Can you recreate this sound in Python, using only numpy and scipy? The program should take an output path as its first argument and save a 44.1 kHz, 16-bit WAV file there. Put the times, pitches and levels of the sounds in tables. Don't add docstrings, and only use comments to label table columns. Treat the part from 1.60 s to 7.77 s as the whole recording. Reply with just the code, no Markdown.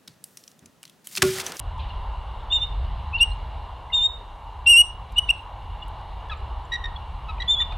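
import sys
import numpy as np
from scipy import signal
from scipy.io import wavfile
from scipy.ndimage import uniform_filter1d

SR = 44100
rng = np.random.default_rng(int(sys.argv[2]) if len(sys.argv) > 2 else 0)


def store_wav(level_fs):
    pcm = np.round(np.clip(np.atleast_2d(level_fs), -1, 1) * 32767)
    wavfile.write(sys.argv[1], SR, pcm.T.astype(np.int16))


def ratio_of_db(decibels):
    return 10 ** (np.asarray(decibels, float) / 20)


N = 272097


def eagles():
    return low_whistles() + high_whistles() + mate_chirps() + peeps()


def low_whistles():
    # [start_s, pitch_hz, effort_db]
    wavers = [
        [(1.527, 2630, -46), (1.535, 2557, -32.5), (1.551, 2752, -23), (1.565, 2758, -23), (1.573, 2872, -40),
         (1.585, 2940, -32), (1.591, 2675, -39.5), (1.598, 2655, -36)],
        [(1.593, 2650, -40.5), (1.611, 2770, -12), (1.633, 2843, -11.5), (1.648, 2925, -29)],
    ]
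    # [start_s, pitch_hz, effort_db]
    long_waver = [
        [(3.057, 2900, -39.5), (3.066, 2685, -16), (3.074, 2770, -10), (3.088, 2790, -11), (3.1, 2864, -9),
         (3.118, 2850, -10), (3.138, 2740, -10), (3.15, 2727, -11.5)],
        [(3.1455, 2714, -12.5), (3.16, 2743, -11), (3.172, 2785, -8.5), (3.187, 2890, -9.5), (3.205, 2890, -9),
         (3.216, 2846, -10), (3.225, 2890, -29.5)],
    ]
    # [start_s, pitch_hz, effort_db]
    short_cries = [
        [(3.557, 2750, -41), (3.568, 2837, -25.5), (3.578, 2893, -22.5), (3.583, 2958, -12), (3.592, 2927, -12),
         (3.6, 2940, -26)],
        [(3.685, 2760, -41), (3.691, 2755, -20), (3.694, 2680, -12), (3.698, 2660, -20), (3.703, 2870, -12),
         (3.71, 2802, -12.5), (3.717, 2730, -35)],
    ]
    # [start_s, length_s, level_db]
    high_breaks = [
        (1.583, 0.043, -43.5),
        (3.055, .02, -43),
        (3.559, 0.043, -44.5),
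        (3.68, 0.019, -44),
    ]
    return whistles(wavers + long_waver + short_cries, high_breaks,
                    overtone_db=-7.0, growth=2.01, strong=2.993,
                    partials_db={2: -20.0, 4: -12.0, 5: -25.0}, squared_db=-19,
                    other_hz=3570, width_hz=500, flutter_db=-27.0, knee=0.33, ceiling=0.57)


def high_whistles():
    # [start_s, pitch_hz, effort_db]
    calls = [
        [(0.9, 3670, -38), (0.906, 3446, -34), (0.918, 3576, -24), (0.934, 3690, -17.5), (0.966, 3645, -18.5),
         (1.002, 3452, -42)],
        [(0.997, 3524, -45), (1.009, 3584, -28), (1.031, 3610, -22), (1.058, 3690, -35)],
        [(2.324, 3710, -50), (2.334, 3622, -21.5), (2.35, 3704, -16.5), (2.406, 3574, -22.5),
         (2.444, 3693, -17), (2.462, 3730, -17), (2.476, 3654, -28.5)],
        [(5.874, 3406, -42.5), (5.884, 3450, -21.5), (5.906, 3557, -16), (5.924, 3598, -17.5),
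         (5.944, 3525, -19.5), (5.962, 3355, -35)],
        [(5.957, 3384, -36.5), (5.977, 3377, -26.5), (6.017, 3588, -19.5), (6.027, 3550, -21.5),
         (6.044, 3620, -48.5)],
    ]
    # [start_s, length_s, level_db]
    low_breaks = [
        (.905, 0.025, -42),
        (.93, 0.076, -38),
        (1.02, .035, -38),
        (2.34, .14, -42.5),
        (5.9, 0.11, -57),
        (6.015, 0.015, -34.5),
    ]
    return whistles(calls, low_breaks,
                    overtone_db=-2.5, growth=2.5, strong=2.001, partials_db={3: -36.0}, squared_db=-28.0,
                    other_hz=2880, width_hz=120, flutter_db=-36.0, knee=0.01, ceiling=0.6)


def whistles(tables, breaks, overtone_db, growth, strong, partials_db, squared_db,
             other_hz, width_hz, flutter_db, knee, ceiling):
    phase, (effort,) = controls(tables, tremble_share=0.002)
    strike = 1 + (knee / (effort + 1e-9)) ** 14
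    overtone = ratio_of_db(overtone_db) * effort ** growth / strike
    lead = effort / (1 + (effort / ceiling) ** 4) ** (1 / 4)
    out = lead * np.sin(phase) + overtone * np.sin(strong * phase)
    for k, db in partials_db.items():
        out += ratio_of_db(db) * overtone * np.sin(k * phase)
    out += ratio_of_db(squared_db) * lead ** 2 * np.sin(2 * phase)
    other = swells(breaks) * unsteady(other_hz, width_hz)
    mixed = other ** 2 + other * lead * np.exp(1j * phase)
    out += other.real + 0.39 * mixed.real / 2
    air = ratio_of_db(-43.0) * overtone * unsteady(8000, 6000).real
    flutter = ratio_of_db(flutter_db) * overtone * unsteady(1000, 520).real
    return out + air + flutter * np.sin(2 * phase)


def mate_chirps():
    # [start_s, length_s, pitch_hz, level_db, pitch_fall_share]
    bright = [
        (4.694, 0.017, 1723, -37, 0.05),
        (5.116, .021, 1904, -29, 0.02),
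        (5.129, 0.025, 1983, -28, 0.05),
        (5.148, 0.021, 1914, -30.5, 0.03),
        (5.237, 0.015, 1863, -31.5, 0),
        (5.251, 0.016, 1880, -32, 0.05),
        (5.798, 0.019, 1948, -32, .07),
        (5.815, 0.018, 2039, -32, 0.11),
        (5.997, .02, 1925, -34, 0.07),
    ]
    # [start_s, length_s, pitch_hz, level_db, pitch_fall_share]
    chucks = [
        (4.707, .037, 1307, -35, .13),
        (5.682, 0.036, 1306, -37.5, .06),
        (6.018, 0.0073, 1215, -33, 0.0475),
        (6.12, 0.014, 1278, -40, 0.146),
    ]
    bright_rows = [syllable(*row, second_db=0.71, third_db=15.2, growth=2.15, shut_db=-14) for row in bright]
    chuck_rows = [syllable(*row, second_db=-2.5, third_db=-2.5, growth=1.09, shut_db=-5.5) for row in chucks]
    out = chirps(bright_rows, fourth_db=-12.5, rasp_db=-19.5)
    return out + chirps(chuck_rows, fourth_db=-29.0, rasp_db=-10.5)


def syllable(s, length, hz, db, fall, second_db, third_db, growth, shut_db):
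    crest = np.array([db, db + second_db, growth * db + third_db])
    ends = crest - 7 + np.array([0, 1, 1.5]) * shut_db
    return [
        (s, hz * (1 - 0.015), *ends),
        (s + 0.35 * length, hz, *crest),
        (s + 0.7 * length, hz * (1 - fall / 2), *(crest - 2.5)),
        (s + length, hz * (1 - fall), *ends),
    ]


def chirps(tables, fourth_db, rasp_db):
    phase, partials = controls(tables, tremble_share=0.0044)
    stack = sum(level * np.sin((k + 1) * phase) for k, level in enumerate(partials))
    fourth = ratio_of_db(fourth_db) * partials[2] * np.sin(4 * phase)
    rasp = partials[1] * unsteady(2600, 1485).real * (1 + np.cos(phase))
    return stack + fourth + ratio_of_db(rasp_db) * rasp


def peeps():
    # [start_s, length_s, pitch_hz, level_db]
    short_tones = [(0.2, 0.014, 4030, -46), (0.289, .013, 4350, -50), (0.296, 0.025, 2850, -38.5),
                   (.921, 0.014, 2838, -17), (0.987, .02, 5900, -57.5), (.922, 0.0139, 5680, -53),
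                   (1.014, 0.015, 5500, -57.5), (1.711, 0.019, 4150, -43.5), (2.297, 0.015, 2080, -41),
                   (2.316, 0.041, 2830, -25), (2.328, 0.037, 4410, -50.5), (2.397, 0.035, 4445, -58),
                   (3.165, 0.0063, 3130, -25), (3.562, .021, 7670, -47), (4.211, 0.024, 3460, -43),
                   (4.22, 0.022, 2880, -31.5), (4.231, 0.011, 7600, -60), (4.771, 0.0079, 7470, -58),
                   (5.048, 0.012, 7350, -59), (5.356, 0.02, 3380, -34), (5.357, 0.019, 4270, -50),
                   (5.78, 0.0094, 2472, -39), (5.814, 0.017, 3320, -31.5), (5.827, .025, 7540, -68.5),
                   (6, 0.011, 3144, -38), (6.137, 0.023, 3680, -58)]
    out = np.zeros(N)
    for s, length, hz, db in short_tones:
        t = np.arange(0, length, 1 / SR)
        shake = evened(signal.oaconvolve(rng.standard_normal(len(t)), np.hanning(300), "same"))
        tone = np.sin(2 * np.pi * hz * t * (1 - 0.12 * t))
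        add(out, s, ratio_of_db(db) * (1 + 0.25 * shake) * np.hanning(len(t)) * tone)
    return out


def controls(tables, tremble_share):
    rows, t = np.concatenate(tables), np.arange(N) / SR
    s, hz = rows[np.argsort(rows[:, 0]), :2].T
    tremble = evened(uniform_filter1d(rng.standard_normal(N), size=120))
    pitch = uniform_filter1d(np.interp(t, s, hz), size=200)
    phase = 2 * np.pi * np.cumsum(pitch * (1 + tremble_share * tremble)) / SR
    levels = np.zeros((rows.shape[1] - 2, N))
    for table in tables:
        s, _, *columns = np.transpose(table)
        span = np.arange(s[0], s[-1], 1 / SR)
        edge = signal.windows.tukey(len(span), min(1, 0.009 * SR / len(span)))
        for level, db in zip(levels, columns):
            add(level, s[0], np.sqrt(2) * edge * ratio_of_db(np.interp(span, s, db)))
    return phase, abs(uniform_filter1d(levels, size=60, axis=1))


def swells(rows):
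    out = np.zeros(N)
    for s, length, db in rows:
        add(out, s, np.sqrt(2) * ratio_of_db(db) * signal.windows.tukey(round(length * SR), 0.7))
    return out


def unsteady(hz, width_hz):
    r = np.exp(-np.pi * width_hz / SR)
    noise = rng.standard_normal((N, 2)) @ [1, 1j]
    wander = signal.lfilter([1], [1, -2 * r, r * r], noise)
    return evened(wander) * np.exp(2j * np.pi * hz * np.arange(N) / SR)


def ticks():
    # [peak_s, level_db, centre_hz, half_width_hz, decay_ms]
    crackles = [(.181, -57, 6000, 3500, 3), (0.184, -43, 3160, 700, 60), (0.284, -45, 3340, 700, 23),
                (1.073, -56, 10000, 5000, 1.5), (1.583, -44, 4050, 400, 21), (1.609, -45, 9100, 6030, 5.3),
                (3.522, -48, 9000, 6000, 1.5), (3.526, -52, 9000, 4956, 1.75),
                (3.573, -54.5, 10460, 2480, 3.1), (3.601, -58, 9000, 5007, 3),
                (3.692, -44, 8950, 6040, 2.7), (4.282, -50, 10100, 3000, 2.93),
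                (4.412, -58, 7540, 3010, 1.4), (4.689, -49, 3970, 2490, 1.5),
                (5.82, -43.5, 3000, 1190, 5.26), (6.002, -45, 2994, 1176, 7.5),
                (6.122, -45, 2820, 1500, 6.5)]
    out, t = np.zeros(N), np.arange(4000) / SR
    for s, db, hz, width_hz, ms in crackles:
        band = signal.butter(3, [max(hz - width_hz, 300), min(hz + width_hz, 16000)], "band", fs=SR)
        noise = evened(signal.lfilter(*band, rng.standard_normal(len(t))))
        envelope = np.exp(-1000 * t / ms) * np.minimum(4000 * t / ms, 1)
        add(out, s - 0.001, ratio_of_db(db) * noise * envelope)
    return out


def trees(x):
    taps = np.zeros((2, SR // 2))
    slots = np.arange(200, SR // 2 - 22, 22)
    at = slots + rng.integers(0, 22, (2, len(slots)))
    np.put_along_axis(taps, at, rng.choice([-1., 1.], at.shape), 1)
    taps[1] = 0.63 * taps[0] + 1.07 * taps[1]
    hz, t, z = signal.stft(taps, SR, nperseg=256)
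    t60 = read([(2000, 0.29), (2800, 0.39), (3600, 0.5), (8500, 0.39), (12000, 0.25)], hz)[:, None]
    dull_db = read([(2000, 8.5), (2800, -5.0), (3600, -3.0), (8500, -4.0), (11000, -13.5),
                    (14000, -18.0)], hz)[:, None]
    trunk_db = 4.3 * np.exp(-((t - 0.09) / 0.0097) ** 2)
    field_db = -280 * np.minimum(hz[:, None] / 8000, 1.2) ** 2 * np.clip(t - 0.105, 0, 0.06)
    tail = signal.istft(z * ratio_of_db(dull_db + trunk_db + field_db - 60 * t / t60), SR, nperseg=256)[1]
    return signal.fftconvolve(x[None], tail / np.linalg.norm(tail[0]), axes=1)[:, :N]


def background():
    # [pitch_hz, density_db]
    wind = [(16, -30.5), (28, -1.5), (43, 3.5), (63, 1.5), (88, -6), (200, -28), (300, -36), (390, -64.5),
            (660, -120)]
    tyres = [(120, -50), (200, -19), (237, -22.5), (344, -15.5), (479, -13.5), (529, -13.5), (694, -8),
             (752, -7), (815, -2.5), (986, 0), (1250, -13), (1950, -25), (2200, -31), (2860, -60.5),
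             (4840, -120)]
    hiss = [(1060, -36.5), (1800, -11), (2300, -7), (2550, -13.5), (2760, -4), (2900, -4), (3130, -7.5),
            (3950, -9), (4480, -17.5), (6000, -36), (7800, -57), (13200, -120)]
    self_noise = [(2940, -27), (5000, -5), (6000, -5), (8380, -6.5), (10500, -9.5), (12200, -13),
                  (13400, -12.5), (14200, -21), (14500, -24)]
    # [time_s, level_db]
    gusts = [(0.0, -36.5), (0.38, -33.5), (0.63, -37), (1.27, -31.5), (1.61, -33), (1.87, -33), (2.25, -40),
             (2.82, -42.5), (3.09, -38.5), (3.27, -39.5), (3.64, -33.5), (3.85, -40.5), (4.04, -38),
             (4.81, -35.5), (5.09, -37.5), (6.17, -33)]
    # [time_s, level_db]
    traffic = [
        (0.0, -44),
        (0.31, -42),
        (1.84, -43),
        (3.33, -46),
        (3.68, -44),
        (4.95, -42.5),
        (5.55, -44),
        (6.17, -41.5),
    ]
    t = np.arange(N) / SR
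    wind_db = np.interp(t, *np.transpose(gusts))
    tyres_db = np.interp(t, *np.transpose(traffic))
    hiss_db = 0.47 * (wind_db - wind_db.mean()) + 0.71 * (tyres_db - tyres_db.mean())
    out = airborne(wind, wind_db, 2.5, size=8192)
    out += airborne(tyres, tyres_db, 1.15)
    out += airborne(hiss, hiss_db, -54.0, lifted=0.87)
    return out + airborne(self_noise, 0, -73)


def airborne(shape, level_db, trim_db, lifted=0, size=2048):
    # [centre_hz, width_hz, lift_db]
    housing = (2850, 160, 5.6)
    # [pitch_hz, side_minus_mid_db]
    apart = [(60, -75.5), (110, -65), (200, -49), (380, -21), (690, -17), (1280, -18.5), (2350, -28),
             (4330, -25.5), (7990, -18), (14700, -7.5)]
    frames, hz = 4 * N // size + 5, np.fft.rfftfreq(size, 1 / SR)
    centre_hz, width_hz, lift_db = housing
    cavity_db = lift_db / (1 + (2 * (hz - centre_hz) / width_hz) ** 2)
    shape_db = read(shape, hz) + lifted * cavity_db
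    a, b, c, d, patches = rng.standard_normal((frames, len(hz), 5)).T
    patches = uniform_filter1d(patches, size=20, axis=0)
    patches = evened(uniform_filter1d(patches, size=6, axis=1))
    mid = a + 1j * b
    side = (c + 1j * d) * ratio_of_db(read(apart, hz))[:, None]
    z = np.array([mid + side, mid - side]) * ratio_of_db(shape_db[:, None] + 1.3 * patches)
    layer = evened(signal.istft(z, nperseg=size, noverlap=3 * size // 4)[1][:, :N])
    return layer * ratio_of_db(level_db + trim_db)


def evened(x):
    return x / np.sqrt(np.mean(abs(x) ** 2) + 1e-20)


def read(points, hz):
    f, value = np.transpose(points)
    return np.interp(np.log(hz + 1), np.log(f + 1), value)


def add(mix, s, sound):
    part = mix[round(s * SR):][:len(sound)]
    part += sound[:len(part)]


def scene():
    near = eagles() + ticks()
    direct = near * ratio_of_db([[0.1], [-0.1]])
    return direct + ratio_of_db(-16.0) * trees(near) + background()


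def roll_off(x):
    return signal.sosfilt(signal.butter(12, 15320, fs=SR, output="sos"), x)


def record(dry):
    # [pitch_hz, reach_half_db]
    reach = [(3900, -170), (4400, -94), (5200, -104), (6000, -126), (8500, -126), (11000, -150)]
    hz, _, z = signal.stft(dry, SR, nperseg=512)
    power = uniform_filter1d((abs(z) ** 2).mean(0), size=5, axis=0) + 1e-20
    mask = ratio_of_db(read(reach, hz))[:, None] * power[hz > 2000].max(0)
    thinned = signal.istft(z / (1 + (mask / power) ** 2), SR, nperseg=512)[1][:, :N]
    edge = signal.firwin(511, 14050, window=("kaiser", 6), fs=SR)[None]
    return roll_off(signal.oaconvolve(thinned, edge, "same"))


dry = scene()
out = record(dry)
store_wav(out)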